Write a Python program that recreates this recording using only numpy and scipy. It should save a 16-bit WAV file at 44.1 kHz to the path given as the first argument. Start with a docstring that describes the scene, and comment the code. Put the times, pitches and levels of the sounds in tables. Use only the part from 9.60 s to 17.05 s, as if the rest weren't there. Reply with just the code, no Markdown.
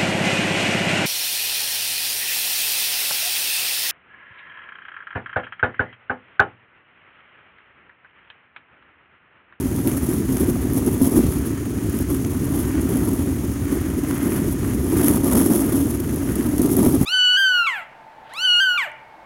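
"""Wind buffets a small plastic camera housing worn by the passenger of a rescue sled towed down a ski slope.
The wind makes the housing boom, and strong gusts tear into a roar. Air and snow spray add a fine,
bright sizzle that comes in spurts, with puffs of powder and ticks of ice grains hitting the housing.
Bumps jolt the housing, gear clicks lightly, and the skis and hull scrape and hiss over the snow."""
import sys
import numpy as np
from scipy import signal
from scipy.fft import rfft, irfft, next_fast_len
from scipy.io import wavfile
from scipy.ndimage import uniform_filter1d

SR = 44100
rng = np.random.default_rng(int(sys.argv[2]) if len(sys.argv) > 2 else 0)


def to_wav(sig):
    """Store sig (one row per channel, or 1-D mono) as 16-bit WAV at the path in sys.argv[1].

    Samples outside -1..1 are clipped; the rate is SR.
    """
    pcm = np.clip(np.atleast_2d(sig), -1, 1) * 32767
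    pcm = np.round(pcm).astype(np.int16)
    wavfile.write(sys.argv[1], SR, pcm.T)  # frames by channels


N = 328545
TIME = np.arange(N) / SR
GUST_FADE = dict(attack_s=0.016, release_s=0.012)

# gusts, some carrying powder: t/s, length/s, extra wind/dB, extra sizzle/dB
GUSTS = [(0.261, 0.071, 3, 4), (0.7, 0.15, 3.3, 5.5), (0.862, 0.045, 6, 6), (1.12, 0.084, 3.5, 5.7),
         (1.25, 0.031, 7.5, 4.2), (1.393, 0.09, 3.5, 6.7), (1.511, 0.097, 3.5, 3.5), (2.323, 0.108, 4, 7.5),
         (2.492, 0.073, 5.5, 7.0), (2.94, 0.091, 2.5, 6), (3.145, 0.062, 5.5, -1), (3.26, 0.136, 2, 2.2),
         (4.118, 0.064, 4, 4.3), (4.621, 0.057, 3.5, 4.5), (5.361, 0.136, 3, 6), (5.734, 0.15, 0.3, 2.5),
         (6.119, 0.093, 2.5, 3.5), (6.973, 0.1, 3.5, 2), (7.168, 0.1, 4.5, 4.5)]
def wind(flow_db, eddies):
    """Rushing air booms, roars and buffets; gusts lift the boom and the roar."""
    gust_db = bursts([(s, length, db) for s, length, db, _ in GUSTS], **GUST_FADE)
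    return boom(flow_db, gust_db, eddies) + roar(flow_db, gust_db, eddies) + buffeting(eddies)


# tone of the booming housing: f/Hz, level/dB
BOOM_TONE = [(110, -37), (155, -11), (212, -6), (248, -2), (275, 2), (298, -2.5), (335, -5), (372, -7),
             (420, -14), (500, -25.5), (700, -37), (1500, -51.5)]
def boom(flow_db, gust_db, eddies):
    """Swirling air makes the hollow housing boom, louder as the air speeds up."""
    level_db = -21.5 + flow_db + 0.91 * gust_db + 1.56 * drift(30)
    return from_db(level_db) * steady(turbulence(BOOM_TONE, eddies, lumpy_db=1.5), span_s=0.09)


# tone of the roaring wind: f/Hz, level/dB
ROAR_TONE = [(200, -36), (420, 0.5), (580, 2), (720, -1), (890, -4.5), (955, 0), (1020, -8.5), (1170, -4.5),
             (1500, -15), (2300, -20.5), (5000, -45)]
def roar(flow_db, gust_db, eddies):
    """The roar grows faster with the airflow than the boom, so it tears open in strong wind."""
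    level_db = -39 + 1.58 * flow_db + 0.71 * gust_db + 1.3 * drift(14)
    return from_db(level_db) * steady(turbulence(ROAR_TONE, eddies, lumpy_db=2.5), span_s=0.072)


# tone of the deep rumble: f/Hz, level/dB
BUFFET_TONE = [(20, -38), (32, -18), (45, -7.5), (62, 2.5), (85, 3), (125, 1), (180, -5.5), (260, -34),
               (500, -45)]
# loudness of the deep rumble: t/s, level/dB
BUFFET_LEVELS = [(0.0, -26), (0.6, -26), (0.8, -25), (1.2, -25), (1.56, -26.5), (1.66, -19.5),
                 (1.79, -25.5), (2.08, -29), (2.25, -25.5), (3.3, -25), (4.2, -26), (4.68, -29.5),
                 (4.98, -24), (5.8, -25.5), (5.95, -32), (6.1, -26), (7.02, -28), (7.45, -21.5)]
def buffeting(eddies):
    """Swirls of air push on the microphone and make a deep rumble."""
    rumble = steady(turbulence(BUFFET_TONE, eddies, lumpy_db=2.0), span_s=0.17)
    return from_db(in_time(BUFFET_LEVELS)) * rumble


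# airflow over the housing, where 0 dB is cruising: t/s, level/dB
AIRFLOW = [(0.0, -1.5), (0.65, -1.45), (1.38, -1.3), (1.58, 0.7), (1.66, -0.9), (2.02, -5), (2.67, -2.5),
           (3.49, -0.5), (3.88, -4), (4.44, -3), (4.73, -0.7), (5.17, -2), (5.49, 4.5), (5.55, 4.5),
           (5.94, 4), (6.43, -2.5), (6.96, 0.5), (7.45, 3.5)]
# brief lulls in the airflow: t/s, length/s, drop/dB
LULLS = [(0.611, 0.041, 2.8), (2.435, 0.036, 3), (5.582, 0.056, 4.3), (7.376, 0.024, 6)]
def airflow():
    """Strength in dB of the wavering stream of air that drives boom, roar and spray."""
    return in_time(AIRFLOW) - bursts(LULLS, **GUST_FADE) + 0.62 * drift(6.6)


# tone of the snow spray: f/Hz, level/dB
SIZZLE_TONE = [(1200, -44), (2600, -23.5), (3350, -14), (3900, -21), (5000, -20), (5400, -11.5),
               (5850, -14), (6600, -11.5), (7700, -13.5), (9400, -5), (11000, 2), (12200, -4.5),
               (13800, -8), (15600, -9.5)]
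# powder thrown up by the skis: t/s, length/s, extra sizzle/dB
SPURTS = [(0.27, 0.017, 6), (0.365, 0.035, 7), (0.415, 0.19, 4.5), (1.327, 0.027, 5.5), (1.713, 0.033, 6),
          (1.856, 0.022, 7), (2.699, 0.031, 3.9), (2.848, 0.012, 7.7), (4.482, 0.047, 5),
          (4.709, 0.055, 4.5), (4.913, 0.015, 7), (5.42, 0.12, 1.5), (5.91, 0.1, 2.7), (6.3, 0.048, 5),
          (7.103, 0.033, 7)]
def spray(flow_db, eddies):
    """Air and powder stream over the housing and sizzle in quick spurts."""
    gust_db = bursts([(s, length, db) for s, length, _, db in GUSTS], **GUST_FADE)
    spurt_db = bursts(SPURTS, attack_s=0.01, release_s=0.032)
    level_db = -36 + 1.7 * flow_db + gust_db + spurt_db
    sputter = np.tanh(0.9 * (0.5 * eddies + 0.4 * drift(67)))
    stream = rng.standard_normal(N) + from_db(-4) * grains(per_s=1500, spread_db=3.0)
    flutter = from_db(4.5 * sputter + 2.2 * drift(260))
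    sizzle = steady(coloured(stream * flutter, SIZZLE_TONE), span_s=0.15)
    # the sizzle thins for an instant before each puff or tick
    thinning = sum(np.exp(-((TIME - s + 0.005) / 0.007) ** 2) for s, *_ in [*PUFFS, *TICKS])
    thinning_db = -4 * np.minimum(thinning, 1)
    return from_db(level_db + thinning_db) * sizzle


# sudden puffs of spray: t/s, relative level/dB, swell time/s
PUFFS = [(1.2618, -16.5, 0.002), (2.295, -20, 0.0016), (2.5004, -19, 0.0013), (2.5437, -18, 0.0022),
         (5.4311, -15, 0.0022), (5.751, -11, 0.002), (6.399, -18, 0.0024), (6.7545, -15, 0.002),
         (6.8633, -23, 0.0018), (6.98, -13, 0.0014), (7.016, -11, 0.0019), (7.058, -14, 0.002),
         (7.1653, -13, 0.0012)]
def puffs():
    """Clumps of powder burst against the housing in a few milliseconds and are gone."""
    level = sum(from_db(db) * swell(s, swell_s) for s, db, swell_s in PUFFS)
    return from_db(-9.5) * level * coloured(rng.standard_normal(N), SIZZLE_TONE)


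# ice grains hitting the housing: t/s, relative level/dB
TICKS = [(0.2742, -10), (1.1342, -13), (2.3888, -13), (5.4831, 0), (6.5603, -15), (7.1678, -7)]
# tone of a cracking grain: f/Hz, level/dB
CRACK_TONE = [(500, -2), (2800, -11), (5000, -14.5), (7700, -22), (11000, 10), (15500, -5)]
def ice_ticks():
    """Grains of ice shatter on the housing, each with a tiny burst of bright noise."""
    level = sum(from_db(db) * swell(s, peak_s=0.0004) for s, db in TICKS)
    crack = steady(coloured(rng.standard_normal(N), CRACK_TONE), span_s=0.001)
    return from_db(-6) * level * crack


# bumps in the snow: t/s, relative level/dB
BUMPS = [(0.272, -13), (1.415, -1.5), (1.591, 0.5), (2.403, -10), (5.382, -13), (5.76, -5), (6.852, -9),
         (6.94, -7), (7.015, -3), (7.165, -10), (7.264, 3.5), (7.348, -14)]
# notes the housing rings at: f/Hz, level/dB, time to fade by 60 dB/s
HOUSING_NOTES = [(251, -11, 0.12), (362, -12, 0.04)]
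def jolts():
    """Each bump jolts the housing, which rings with a low knock."""
    return strikes(BUMPS, HOUSING_NOTES)


# strokes of the ski edges in the turns: t/s, length/s, relative level/dB
SKI_STROKES = [(0.26, 0.22, -48.5), (0.732, 0.21, -49.5), (1.52, 0.14, -51), (1.8, 0.15, -48),
               (2.34, 0.18, -48.5), (2.783, 0.17, -53), (3.033, 0.19, -43.5), (3.28, 0.15, -45.5),
               (4.08, 0.22, -43.5), (4.45, 0.4, -42), (4.582, 0.15, -43), (5.0, 0.12, -45),
               (5.347, 0.16, -39), (5.695, 0.21, -43), (5.98, 0.15, -43), (6.605, 0.29, -46.5)]
# tone of the scraping edges: f/Hz, level/dB
EDGE_TONE = [(400, 1), (700, -12), (950, 0.5), (1200, 4), (1500, 2.5), (1950, 2), (2600, -6.5),
             (3250, -9.5), (3800, -19), (6500, -13), (15000, -17.5)]
def ski_scrape():
    """The skis ahead glide quietly, then scrape and judder as their edges press into each turn."""
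    glide_power = from_db(-46) ** 2
    strokes = [(s, length, from_db(db) ** 2) for s, length, db in SKI_STROKES]
    load = np.sqrt(glide_power + bursts(strokes, attack_s=0.1, release_s=0.13))
    crunch = rng.standard_normal(N) + from_db(-4.5) * grains(per_s=400, spread_db=4.5)
    judder = from_db(2.5 + 1.6 * drift(32))
    bite = 1 / (1 + (from_db(-53.5) / load) ** 2)   # a lightly pressed edge cuts less
    return bite * load * judder * coloured(crunch, EDGE_TONE)


# tone of the sliding hull: f/Hz, level/dB
HULL_TONE = [(400, 3), (1500, -0.5), (3000, -1.5), (3800, -8), (5100, -6.5), (5600, -3.5), (6500, 4),
             (7100, 2), (7650, -7.5), (9000, 3), (12000, -15), (15500, -2)]
def hull_hiss():
    """The underside of the sled hisses steadily over crushed snow."""
    return from_db(-43 + drift(36)) * coloured(rng.standard_normal(N), HULL_TONE)


# light taps of gear on the sled: t/s, relative level/dB
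GEAR_TAPS = [(0.3162, -25.5), (0.7697, -24.5), (2.6487, -24.5), (5.472, -26), (5.4833, -20.5),
             (5.7154, -27)]
# notes the gear rings at: f/Hz, level/dB, time to fade by 60 dB/s
GEAR_NOTES = [(2300, -8, 0.0098), (3180, -5, 0.0056), (4500, -20, 0.0033), (6360, 0, 0.006),
              (8100, -3, .005)]
def gear_clicks():
    """Tapped gear rings so briefly that it sounds like a click."""
    return strikes(GEAR_TAPS, GEAR_NOTES)


def from_db(db):
    """Turn decibels into a number to multiply a sound by."""
    return 10 ** (np.asarray(db) / 20)


def rms_one(x):
    """Scale a signal so its average strength (rms) is 1."""
    return x / np.sqrt(np.mean(x ** 2) + 1e-20)


def in_time(rows):
    """Join (time, value) points with straight lines."""
    return np.interp(TIME, *np.transpose(rows))


def coloured(x, tone):
    """Give plain noise the lows and highs of a tone table, at strength 1."""
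    size = next_fast_len(N)
    hz, db = np.transpose(tone)
    bin_hz = np.maximum(np.arange(size // 2 + 1) * SR / size, 1)
    gain = from_db(np.interp(np.log(bin_hz), np.log(hz), db))
    return rms_one(irfft(rfft(x, size) * gain, size)[:N])


def drift(rate):
    """A smooth random wobble of strength 1; rate, in Hz, sets how fast it moves."""
    r = np.exp(-40 * np.pi * rate / SR)
    slow = signal.lfilter([1], [1, -2 * r, r * r], rng.standard_normal(N // 20 + 4002))[4000:]
    return np.interp(np.arange(N) / 20, np.arange(len(slow)), rms_one(slow))


def steady(x, span_s):
    """Hold the level at 1 over the span, leaving the faster flutter."""
    return x / np.sqrt(uniform_filter1d(x ** 2, max(int(span_s * SR), 2)) + 1e-12)


def turbulence(tone, eddies, lumpy_db):
    """Noise that swells with each passing swirl of air."""
    return coloured(rng.standard_normal(N) * from_db(lumpy_db * eddies), tone)


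def grains(per_s, spread_db):
    """Random clicks, many small and a few large, at strength 1 overall."""
    sizes = from_db(spread_db * np.minimum(rng.exponential(1, N), 5))
    return rms_one(sizes * rng.choice([-1, 1], N) * (rng.random(N) < per_s / SR))


def bursts(rows, attack_s, release_s):
    """Add up shapes that rise, hold and fall; rows are t/s, length/s, height."""
    return sum(
        height * np.clip(np.minimum((TIME - s) / attack_s, (s + length - TIME) / release_s) + 0.5, 0, 1)
        for s, length, height in rows)


def swell(s, peak_s):
    """A shape that starts at time s, reaches 1 after peak_s and dies away."""
    age = np.clip((TIME - s) / peak_s, 0, 30)
    return age * np.exp(1 - age)


def ring(clicks, hz, fade_s):
    """Each click starts a pure note that fades by 60 dB in fade_s."""
    r, w = from_db(-60 / (fade_s * SR)), 2 * np.pi * hz / SR
    return signal.lfilter([0, np.sin(w)], [1, -2 * r * np.cos(w), r * r], clicks + 1e-18)


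def strikes(blows, notes):
    """Each blow rings all of an object's notes, with slightly random strengths."""
    s, blow_db = np.transpose(blows)
    chance_db = rng.standard_normal((len(s), len(notes)))
    out = np.zeros(N)
    for k, (hz, db, fade_s) in enumerate(notes):
        clicks = np.zeros(N)
        clicks[(s * SR).astype(int)] = from_db(blow_db + db + chance_db[:, k])
        out += ring(clicks, hz, fade_s)
    return out


def scene():
    """Mix one channel; the same airflow, gusts and swirls stir both wind and spray."""
    eddies = drift(63)   # small, quick swirls of air
    flow_db = airflow()
    air = wind(flow_db, eddies) + spray(flow_db, eddies)
    sliding = ski_scrape() + hull_hiss()
    hits = puffs() + ice_ticks() + jolts() + gear_clicks()
    return (air + sliding + hits)[None, :]


def record(dry):
    """Clip peaks at full scale and cut the treble above 15800 Hz."""
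    top_cut = signal.ellip(12, 0.1, 90, 15800, fs=SR, output="sos")
    return signal.sosfilt(top_cut, np.clip(dry, -1, 1))


dry = scene()
out = record(dry)
to_wav(out)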